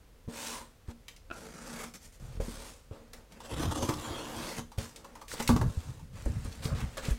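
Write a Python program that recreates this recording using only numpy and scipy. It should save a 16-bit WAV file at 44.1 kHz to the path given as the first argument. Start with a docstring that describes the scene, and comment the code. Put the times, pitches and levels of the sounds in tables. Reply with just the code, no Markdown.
"""Opening a cardboard box

A taped box is slid round on a wooden bench, slit with a utility knife and pulled open, close by.
Sliding, cutting and rubbing are streams of tiny slips that hiss at the contact and excite the
resonances of the hollow box. The blade ticks, the tape snaps, the flaps thump, and packing paper
rustles in a small dry workshop."""
import sys
import numpy as np
from scipy import signal
from scipy.fft import rfft, irfft
from scipy.io import wavfile
from scipy.ndimage import uniform_filter1d, map_coordinates

SR = 44100
rng = np.random.default_rng(int(sys.argv[2]) if len(sys.argv) > 2 else 0)


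def pcm_store(signal):
    """Save signal as 16-bit PCM."""
    levels = np.round(np.clip(np.atleast_2d(signal), -1, 1) * 32767)
    wavfile.write(sys.argv[1], SR, levels.astype(np.int16).T)


N = 316638
TAPS = 8192
TIME, HZ = np.arange(N) / SR, np.fft.rfftfreq(TAPS, 1 / SR)

# resonances of the box, its enclosed air first: pitch_hz, width_hz, lift_db
BOX_MODES = [(235.6, 17.4, 12.5), (303.6, 35, 5.5), (445, 14, 6), (494, 72, 5.5), (560.4, 32, 6),
             (906, 32, 4)]


def from_db(db):
    """Decibels to amplitude gain."""
    return 10 ** (np.asarray(db) / 20)


def unit(x):
    """Normalises to rms 1."""
    return x / np.sqrt(np.mean(x ** 2) + 1e-20)


def struck(x):
    """Normalises a transient to rms 1 over its loudest 6 ms."""
    return x / np.sqrt(uniform_filter1d(x ** 2, 256).max() + 1e-20)


def read(points, hz=HZ):
    """Interpolates a curve on a log-frequency axis."""
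    f, value = np.transpose(points)
    return np.interp(np.log(hz + 1), np.log(f), value)


def add(mix, s, sound):
    """Superposes a sound on the mix at time s."""
    part = mix[max(round(s * SR), 0):][:len(sound)]
    part += sound[:len(part)]


def wander(rate):
    """Random fluctuation of rms 1 that changes rate times a second."""
    return unit(np.interp(TIME * rate, np.arange(N), rng.standard_normal(N)))


def colour(x, db):
    """Minimum-phase filter with this gain curve: peaks ring after a click."""
    cepstrum = irfft(np.maximum(db, db.max() - 100) * np.log(10) / 20)
    cepstrum[1:TAPS // 2] *= 2
    cepstrum[TAPS // 2 + 1:] = 0
    return signal.fftconvolve(x, irfft(np.exp(rfft(cepstrum))))[:len(x)]


def low_pass(hz, order=2):
    """Butterworth low-pass response in dB."""
    return -10 * np.log10(1 + (HZ / hz) ** (2 * order))


def high_pass(hz, order=2):
    """Butterworth high-pass response in dB."""
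    return -10 * np.log10(1 + (hz / (HZ + 1)) ** (2 * order))


def peak(hz, q):
    """Response in dB of two equal resonators in series."""
    return -20 * np.log10(1 + (q * (HZ / hz - hz / (HZ + 1))) ** 2)


def hollow():
    """Modal response of the box in dB."""
    return sum(db / (1 + (2 * (HZ - hz) / width) ** 2) for hz, width, db in BOX_MODES)


def spot(depth_db=2):
    """Modal coupling in dB: one contact point drives the many wall modes unevenly."""
    ripple = uniform_filter1d(uniform_filter1d(rng.standard_normal(len(HZ)), 21), 21)
    return depth_db * unit(ripple) * from_db(high_pass(450))


def travelling(x, spots_per_s, depth_db, fine_hz=170, broad_hz=1100):
    """Modal coupling shifts as the contact moves, so fine and broad spectral peaks keep changing."""
    hz, t, spectra = signal.stft(x, SR, nperseg=1024)
    for db, width in ((depth_db, fine_hz), (depth_db / 2, broad_hz)):
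        place = np.meshgrid(hz / width, t * spots_per_s, indexing="ij")
        field = unit(map_coordinates(rng.standard_normal(spectra.shape), place, order=1, mode="wrap"))
        spectra *= from_db(db * field * (hz / (hz + 400))[:, None])
    return unit(signal.istft(spectra, SR)[1][:N])


def stroke(rows, column=1):
    """Strokes add in energy: each speeds up and, past its length, drops 20 dB per fall time."""
    energy = np.zeros(N)
    for row in rows:
        length, rise, fall = row[-3:]
        t = np.arange(0, length + 2 * fall, 1 / SR)
        speed = np.sin(np.pi / 2 * np.minimum(t / rise, 1))
        speed *= from_db(-20 * np.maximum(t - length, 0) / fall)
        add(energy, row[0], (from_db(row[column]) * speed) ** 2)
    return np.sqrt(energy)


def friction(rows, tone, slips_per_s, spread_db, clump_db, clump_rate, hiss_db, body_db,
             spots_per_s, spot_db, push=1, split_hz=1900):
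    """Friction noise: fibres slip in clumps; each slip hisses at the contact and knocks the box."""
    sizes = from_db(spread_db * np.minimum(rng.exponential(1, N), 4)) * rng.choice([-1, 1], N)
    slips = sizes * (rng.random(N) < slips_per_s / SR) * from_db(clump_db * wander(clump_rate))
    slips = travelling(slips, spots_per_s, spot_db)
    out = np.zeros(N)
    for column, band, db in ((1, high_pass(split_hz), hiss_db), (2, low_pass(split_hz), body_db)):
        shape = read(tone) + hollow() + band
        sound = colour(slips * push * stroke(rows, column), shape) / colour(slips, shape).std()
        out += (-1) ** column * from_db(db) * sound  # opposite signs join the bands without a notch
    return out


def stick_slip(rows, modes, q):
    """Stick-slip motion locks briefly onto a few modes of the card."""
    gain = sum(from_db(db + peak(hz, q)) for hz, db in modes)
    return stroke(rows) * unit(colour(rng.standard_normal(N), 20 * np.log10(gain)))


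def ticks(rows, treble_db, q, burst_t60, hz=None, rise_s=0.00025):
    """Acoustic emission: a burst of tiny cracks gives a bright snap and rings a patch of card."""
    # spectrum of the snap: frequency_hz, level_db
    snap_tone = [(500, -23.5), (2000, 23.5), (6500, 22), (11000, 14), (16000, 10)]
    out, t = np.zeros(N), TIME[:TAPS]
    envelope = from_db(-60 * t / burst_t60) * (1 - np.exp(-t / rise_s))
    for row in rows:
        s, db = row[:2]
        burst = colour(rng.standard_normal(TAPS) * envelope, spot())
        ring = from_db(-3) * struck(colour(burst, peak(hz or row[2], q)))
        snap = from_db(treble_db - 4) * struck(colour(burst, read(snap_tone)))
        add(out, s, from_db(db) * (ring + snap))
    return out


def ringing(rows, modes, detune=0.04):
    """Free vibration: each sudden release rings a panel's damped modes, slightly detuned."""
    out, t = np.zeros(N), TIME[:TAPS]
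    for s, db in rows:
        shifts = 1 + detune * rng.standard_normal(len(modes))
        ring = sum(from_db(level - 60 * t / t60) * np.sin(2 * np.pi * hz * shift * t)
                   for (hz, level, t60), shift in zip(modes, shifts))
        add(out, s, from_db(db) * struck(ring))
    return out


def crackle(rows, count, db, t60, low_hz, high_hz, spread_db=10, q=3.1):
    """Crackling noise: fibres and small folds give way at random during the strokes."""
    out, t, force = np.zeros(N), TIME[:TAPS // 2], stroke(rows)
    during = np.concatenate([np.flatnonzero((TIME > s) & (TIME < s + length))
                             for s, *_, length, rise, fall in rows])
    for when, size, pitch in rng.random((count, 3)):
        at = during[int(when * len(during))]
        hz = low_hz * (high_hz / low_hz) ** pitch
        burst = rng.standard_normal(len(t)) * from_db(-60 * t / t60)
        grain = struck(signal.lfilter(*signal.iirpeak(hz, q, fs=SR), burst))
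        add(out, at / SR, force[at] * from_db(db - spread_db * size) * grain)
    return out


def thumps(rows, knock_db, bright_hz, air_db, swing_cycles,
           rise_cycles=0.41, rattle_t60=0.078, air_t60=0.33):
    """Impact excitation: a blow swings a wall, rattles the card and rings the enclosed air."""
    out, t = np.zeros(N), TIME[:2 * TAPS]
    air_ring = np.sin(2 * np.pi * BOX_MODES[0][0] * t) * from_db(air_db - 60 * t / air_t60)
    card = hollow() + low_pass(bright_hz) + high_pass(193)
    for s, db, hz in rows:
        cycles = hz * t
        envelope = (1 - np.exp(-cycles / rise_cycles)) * from_db(-60 * cycles / swing_cycles)
        swing = struck(np.sin(2 * np.pi * cycles) * envelope)
        rattle = rng.standard_normal(len(t)) * from_db(-60 * t / rattle_t60)
        knock = struck(colour(rattle, card)) + air_ring
        add(out, s, from_db(db) * (swing + from_db(knock_db) * knock))
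    return out


def wall_blows():
    """Impacts set the walls in damped vibration; harder ones give a brighter knock."""
    # soft bumps of the hands: start_s, level_db, pitch_hz
    bumps = [(.277, -34, 95), (.286, -36, 200), (.883, -34, 78.5), (2.482, -34, 214), (4.589, -35, 124),
             (4.781, -25.5, 95.5), (6.26, -23.5, 50.6), (6.448, -33, 54.5), (6.655, -27, 140),
             (7.084, -24.5, 126)]
    # hard knocks of bench, knife and flap: start_s, level_db, pitch_hz
    knocks = [(2.402, -30.5, 470), (2.91, -38, 96), (3.889, -29, 115), (5.337, -36, 483)]
    # flaps springing free and rebounding: start_s, level_db, pitch_hz
    flaps = [(5.492, -21, 138), (5.504, -22, 224), (5.562, -26.5, 183), (5.613, -32, 82.4)]
    # sways with hardly a knock: start_s, level_db, pitch_hz
    sways = [(5.494, -31, 62), (5.494, -28, 62), (5.772, -26, 81), (6.298, -27.5, 85.6), (7.108, -22, 51)]
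    return (thumps(bumps, knock_db=-13, bright_hz=330, air_db=-1, swing_cycles=3.7)
            + thumps(knocks, knock_db=-7.5, bright_hz=586, air_db=-44, swing_cycles=5.9)
            + thumps(flaps, knock_db=-4, bright_hz=296, air_db=-2.5, swing_cycles=5.1)
            + thumps(sways, knock_db=-26, bright_hz=248, air_db=-20, swing_cycles=5.6))


def sliding():
    """Sliding friction of the box on the bench and of hands on the box."""
    # strokes: start_s, hiss_db, body_db, length_s, rise_s, fall_s
    slides = [(.28, -60.5, -49, 0.33, 0.011, 0.11), (.305, -45.5, -54.5, 0.24, 0.14, 0.11),
              (.87, -61.5, -50, 0.043, 0.04, 0.016), (2.195, -65.5, -56.5, 0.18, 0.005, 0.055),
              (2.4, -54, -52.5, 0.28, 0.0024, 0.16), (2.91, -68, -49, 0.035, 0.027, 0.22),
              (3.13, -68, -52, 0.014, 0.0043, 0.18), (4.775, -50.5, -48.5, 0.065, 0.011, 0.12),
              (4.93, -73, -54.5, .3, .05, 0.025), (5.64, -60.5, -53.5, 0.25, 0.054, 0.26)]
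    # contact spectrum: frequency_hz, level_db
    tone = [(60, 6), (230, 9), (500, 6.5), (1100, 3.5), (2000, -4), (4500, -5), (8500, -5.5),
            (10500, -11.5), (16000, -18.5)]
    return friction(slides, tone, slips_per_s=18000, spread_db=1, clump_db=1.6, clump_rate=360,
                    hiss_db=2, body_db=-3, spots_per_s=16, spot_db=1.64)


def edge_squeal():
    """Stick-slip on the bench drives one resonance of the bottom edge."""
    # squeals: start_s, level_db, length_s, rise_s, fall_s
    squeals = [(.5, -44, .055, .04, .05), (.57, -53, .07, .02, .04)]
    # edge resonance: pitch_hz, level_db
    modes = [(990, 0)]
    return stick_slip(squeals, modes, q=8.2)


def tape_snaps():
    """Impact and fracture: the blade ticks on the tape and its last threads snap."""
    # ticks and snaps: start_s, level_db, pitch_hz
    snaps = [(1.082, -48.5, 2670), (1.163, -61, 3870), (1.938, -58, 5281), (3.133, -49.5, 2040),
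             (3.321, -61, 3680), (4.784, -46.5, 2800), (4.96, -52.5, 4860), (5.281, -53.5, 2960),
             (5.424, -43.5, 6500), (5.476, -32.5, 2530)]
    return ticks(snaps, treble_db=8, q=1, burst_t60=0.055)


def card_cracks():
    """Fracture releases strain in the card along the seam and the folds."""
    # cracks: start_s, level_db
    cracks = [(1.082, -56.5), (3.403, -43), (3.628, -40), (3.891, -29.5), (4.717, -46.5), (5.045, -44.5),
              (5.153, -43), (5.214, -42.5), (5.337, -41), (5.4, -35.5), (5.49, -25.5), (5.562, -31),
              (5.613, -34), (5.994, -52.5)]
    return ticks(cracks, treble_db=-4.5, q=2.6, burst_t60=0.084, hz=975)


def tape_punctures():
    """The taut tape rings as a membrane when the blade pricks it and punches through."""
    # pricks: start_s, level_db
    punctures = [(1.3025, -42), (1.3112, -39), (1.3142, -33.5)]
    # tape modes: pitch_hz, level_db, t60_s
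    modes = [(330, -9, .02), (680, -5, .016), (1427, 0, .019), (2500, -6, .012)]
    return ringing(punctures, modes)


def end_cutting():
    """Friction of the knife at the ends of the box."""
    # cuts: start_s, hiss_db, body_db, length_s, rise_s, fall_s
    cuts = [(1.32, -60.5, -54, 0.36, 0.021, .1), (1.56, -47, -44, 0.28, 0.56, 0.078),
            (1.937, -52, -58.5, 0.018, 0.0033, 0.041), (1.99, -49, -59.5, 0.063, 0.23, 0.046),
            (2.12, -60, -87, 0.036, 0.015, 0.028), (3.285, -72, -58.5, .11, 0.049, .03),
            (4.22, -47.5, -46.5, 0.38, 0.66, 0.018)]
    # contact spectrum: frequency_hz, level_db
    tone = [(60, -22.5), (185, 9.5), (270, -4.5), (550, -3.5), (1400, -5.5), (3500, -12.5), (6000, -6),
            (9500, -10), (16000, -23.5)]
    return friction(cuts, tone, slips_per_s=4500, spread_db=1, clump_db=1.76, clump_rate=130,
                    hiss_db=2, body_db=3.5, spots_per_s=10, spot_db=2.5)


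def shuddering(hz=41.9, jitter=0.07, lumpy_db=5):
    """Relaxation oscillation: the dragged box grips and jumps in a nearly even train of pushes."""
    # drag on the bench: start_s, level_db, length_s, rise_s, fall_s
    drag = [(2.18, -39.5, 0.26, 0.3, 0.41)]
    cycles = np.cumsum(hz * (1 + jitter * wander(28))) / SR
    jumps = np.diff(np.floor(cycles), prepend=0) * from_db(lumpy_db * wander(24.93))
    return stroke(drag) * unit(colour(jumps, low_pass(55) + high_pass(23)))


def flexing(lumpy_db=6):
    """Plate bending: the walls rumble as they flex and shift on the bench."""
    # hands leaning on the walls: start_s, level_db, length_s, rise_s, fall_s
    presses = [(2.195, -42, 0.12, 0.016, 0.11), (3.44, -34, 0.51, 0.28, 0.19), (3.95, -47, 0.68, .05, 0.11),
               (4.79, -31, 0.061, 0.028, 0.063), (5.485, -25.5, 0.16, 0.019, 0.11),
               (5.7, -40, 1.19, 0.075, 0.05), (6.61, -38, 0.12, 0.021, 0.24)]
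    lumps = rng.standard_normal(N) * from_db(lumpy_db * wander(30))
    rumble = unit(colour(lumps, low_pass(140, order=4) + high_pass(38)))
    return from_db(-3) * rumble * stroke(presses)


def seam_cutting(build_s=0.0055, ragged_db=3):
    """Friction and fracture in the top seam: the blade's force builds at each snag, then relaxes."""
    # labouring, tearing through, gliding: start_s, hiss_db, body_db, length_s, rise_s, fall_s
    cuts = [(3.38, -47, -37.5, 0.56, 0.33, 0.043), (3.884, -45, -25.5, 0.023, 0.0044, 0.026),
            (3.925, -47.5, -42.5, 0.58, 0.1, 0.14)]
    # contact spectrum: frequency_hz, level_db
    tone = [(60, -26), (200, 4), (310, 15), (420, 4.5), (1100, -2), (1600, -16), (2400, -23.5), (3300, -17),
            (4300, -23), (9000, -25.5), (16000, -40.5)]
    # catches of the blade: start_s, rise_db
    snags = [(3.523, 3), (3.594, 5), (3.63, 6), (3.709, 6), (3.771, 4), (3.822, 5), (4.588, 13), (4.606, 6)]
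    force_db = ragged_db * wander(70) * (TIME < cuts[-1][0])  # wavers until the glide
    for s, db in snags:
        age = np.maximum(TIME - s, 0) / build_s
        force_db += db * age * np.exp(1 - age)
    rasp = friction(cuts, tone, slips_per_s=4000, spread_db=-1, clump_db=-0.4, clump_rate=300,
                    hiss_db=2, body_db=-8, spots_per_s=16, spot_db=3.5, push=from_db(force_db))
    return rasp + crackle(cuts, count=70, db=2, t60=0.024, low_hz=604, high_hz=8200)


def rustling():
    """Friction and buckling: flap edges scrape apart, then fingers rub flap and packing paper."""
    # strokes: start_s, hiss_db, body_db, length_s, rise_s, fall_s
    rustles = [(5.275, -37.5, -46.5, 0.064, 0.098, 0.018), (5.335, -50, -46, 0.15, .006, 0.05),
               (5.394, -38.5, -30.5, 0.013, 0.0085, 0.026), (6.12, -58.5, -51.5, 1.0, 0.073, 0.44),
               (6.44, -59, -47.5, 0.03, 0.016, 0.026), (6.615, -41, -40, 0.042, 0.067, 0.053),
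               (6.745, -53.5, -41.5, 0.07, 0.0068, 0.083), (6.968, -45, -40, 0.015, 0.0064, 0.049),
               (7.02, -47.5, -42, 0.088, 0.017, 0.07)]
    # contact spectrum: frequency_hz, level_db
    tone = [(60, 3.5), (150, -2), (350, -9.5), (3000, -12), (8500, -8), (11000, -16.5), (16000, -19.5)]
    scrape = friction(rustles, tone, slips_per_s=5000, spread_db=-2, clump_db=0.5, clump_rate=120,
                      hiss_db=-3.5, body_db=-1, spots_per_s=35, spot_db=2)
    return scrape + crackle(rustles, count=60, db=4, t60=0.017, low_hz=1500, high_hz=9500)


def flap_clacks():
    """The stiff flap rings as a plate when it springs free and rebounds."""
    # clacks: start_s, level_db
    clacks = [(5.4915, -27.5), (5.503, -30), (5.563, -34), (5.614, -31)]
    # flap modes: pitch_hz, level_db, t60_s
    modes = [(450, -2, .06), (860, 0, .04), (1010, -8, .04), (1610, -6, .03)]
    return ringing(clacks, modes)


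def paper_crinkles():
    """Snap-through buckling of single folds in the packing paper."""
    # buckles: start_s, level_db, pitch_hz
    crinkles = [(6.254, -51, 7100), (6.445, -50, 7750), (6.524, -50, 4280), (6.651, -40, 4160),
                (6.803, -43, 2280), (7.049, -42.5, 3300), (7.105, -45.5, 8000)]
    return ticks(crinkles, treble_db=-3, q=1.6, burst_t60=0.032, rise_s=0.002)


def fold_creaks():
    """Stick-slip in the flap's fold under the fingers."""
    # creaks: start_s, level_db, length_s, rise_s, fall_s
    creaks = [(6.675, -46, 0.057, 0.017, .04), (6.967, -41, 0.032, 0.0048, 0.022)]
    # fold resonances: pitch_hz, level_db
    modes = [(550, 6), (1170, -1), (1490, -6.5)]
    return stick_slip(creaks, modes, q=4.3)


def room_air():
    """Ambient noise: the workshop's quiet, steady rumble and hiss."""
    # noise spectrum: frequency_hz, level_db
    tone = [(15, -42), (25, 7.5), (389, -20), (482, -14), (648, -23), (6380, -34), (15500, -40)]
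    return from_db(-56.5) * unit(colour(rng.standard_normal(N), read(tone)))


def room(x, echoes_per_s=4000, gap_s=0.007):
    """Reverberation: sparse reflections of random sign, each band decaying at its own rate."""
    # the workshop's decay: frequency_hz, t60_s
    decay = [(1000, 0.23), (14000, 0.26)]
    n = SR // 2
    echoes = rng.choice([-1., 1.], n) * (rng.random(n) < echoes_per_s / SR) * (TIME[:n] > gap_s)
    hz, t, spectra = signal.stft(echoes, SR, nperseg=256)
    spectra *= from_db(-60 * t / read(decay, hz[:, None]))
    response = rfft(signal.istft(spectra, SR, nperseg=256)[1])
    response /= np.sqrt(uniform_filter1d(abs(response) ** 2, 60))  # a cluttered room favours no pitch
    return colour(signal.fftconvolve(x, irfft(response)[:2 * TAPS])[:N], high_pass(274))


def scene():
    """Superposition of direct sound, reverberation and air; diffuse treble gives stereo width."""
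    blows = wall_blows()
    rubs = (sliding() + edge_squeal() + end_cutting() + shuddering()
            + seam_cutting() + rustling() + fold_creaks())
    clicks = tape_snaps() + card_cracks() + tape_punctures() + flap_clacks() + paper_crinkles()
    echo = room(from_db(-11) * rubs + from_db(-6) * clicks + from_db(-7) * blows)
    middle = blows + rubs + clicks + flexing() + room_air() + echo
    side = from_db(-23) * colour(room(middle), high_pass(3500, order=1))
    return np.array([middle + side, middle - side])


def record(dry, edge_hz=15900):
    """Band limiting by a steep linear-phase low-pass."""
    kernel = signal.firwin(511, edge_hz, window=("kaiser", 9), fs=SR)
    return signal.oaconvolve(dry, kernel[None], "same")


dry = scene()
out = record(dry)
pcm_store(out)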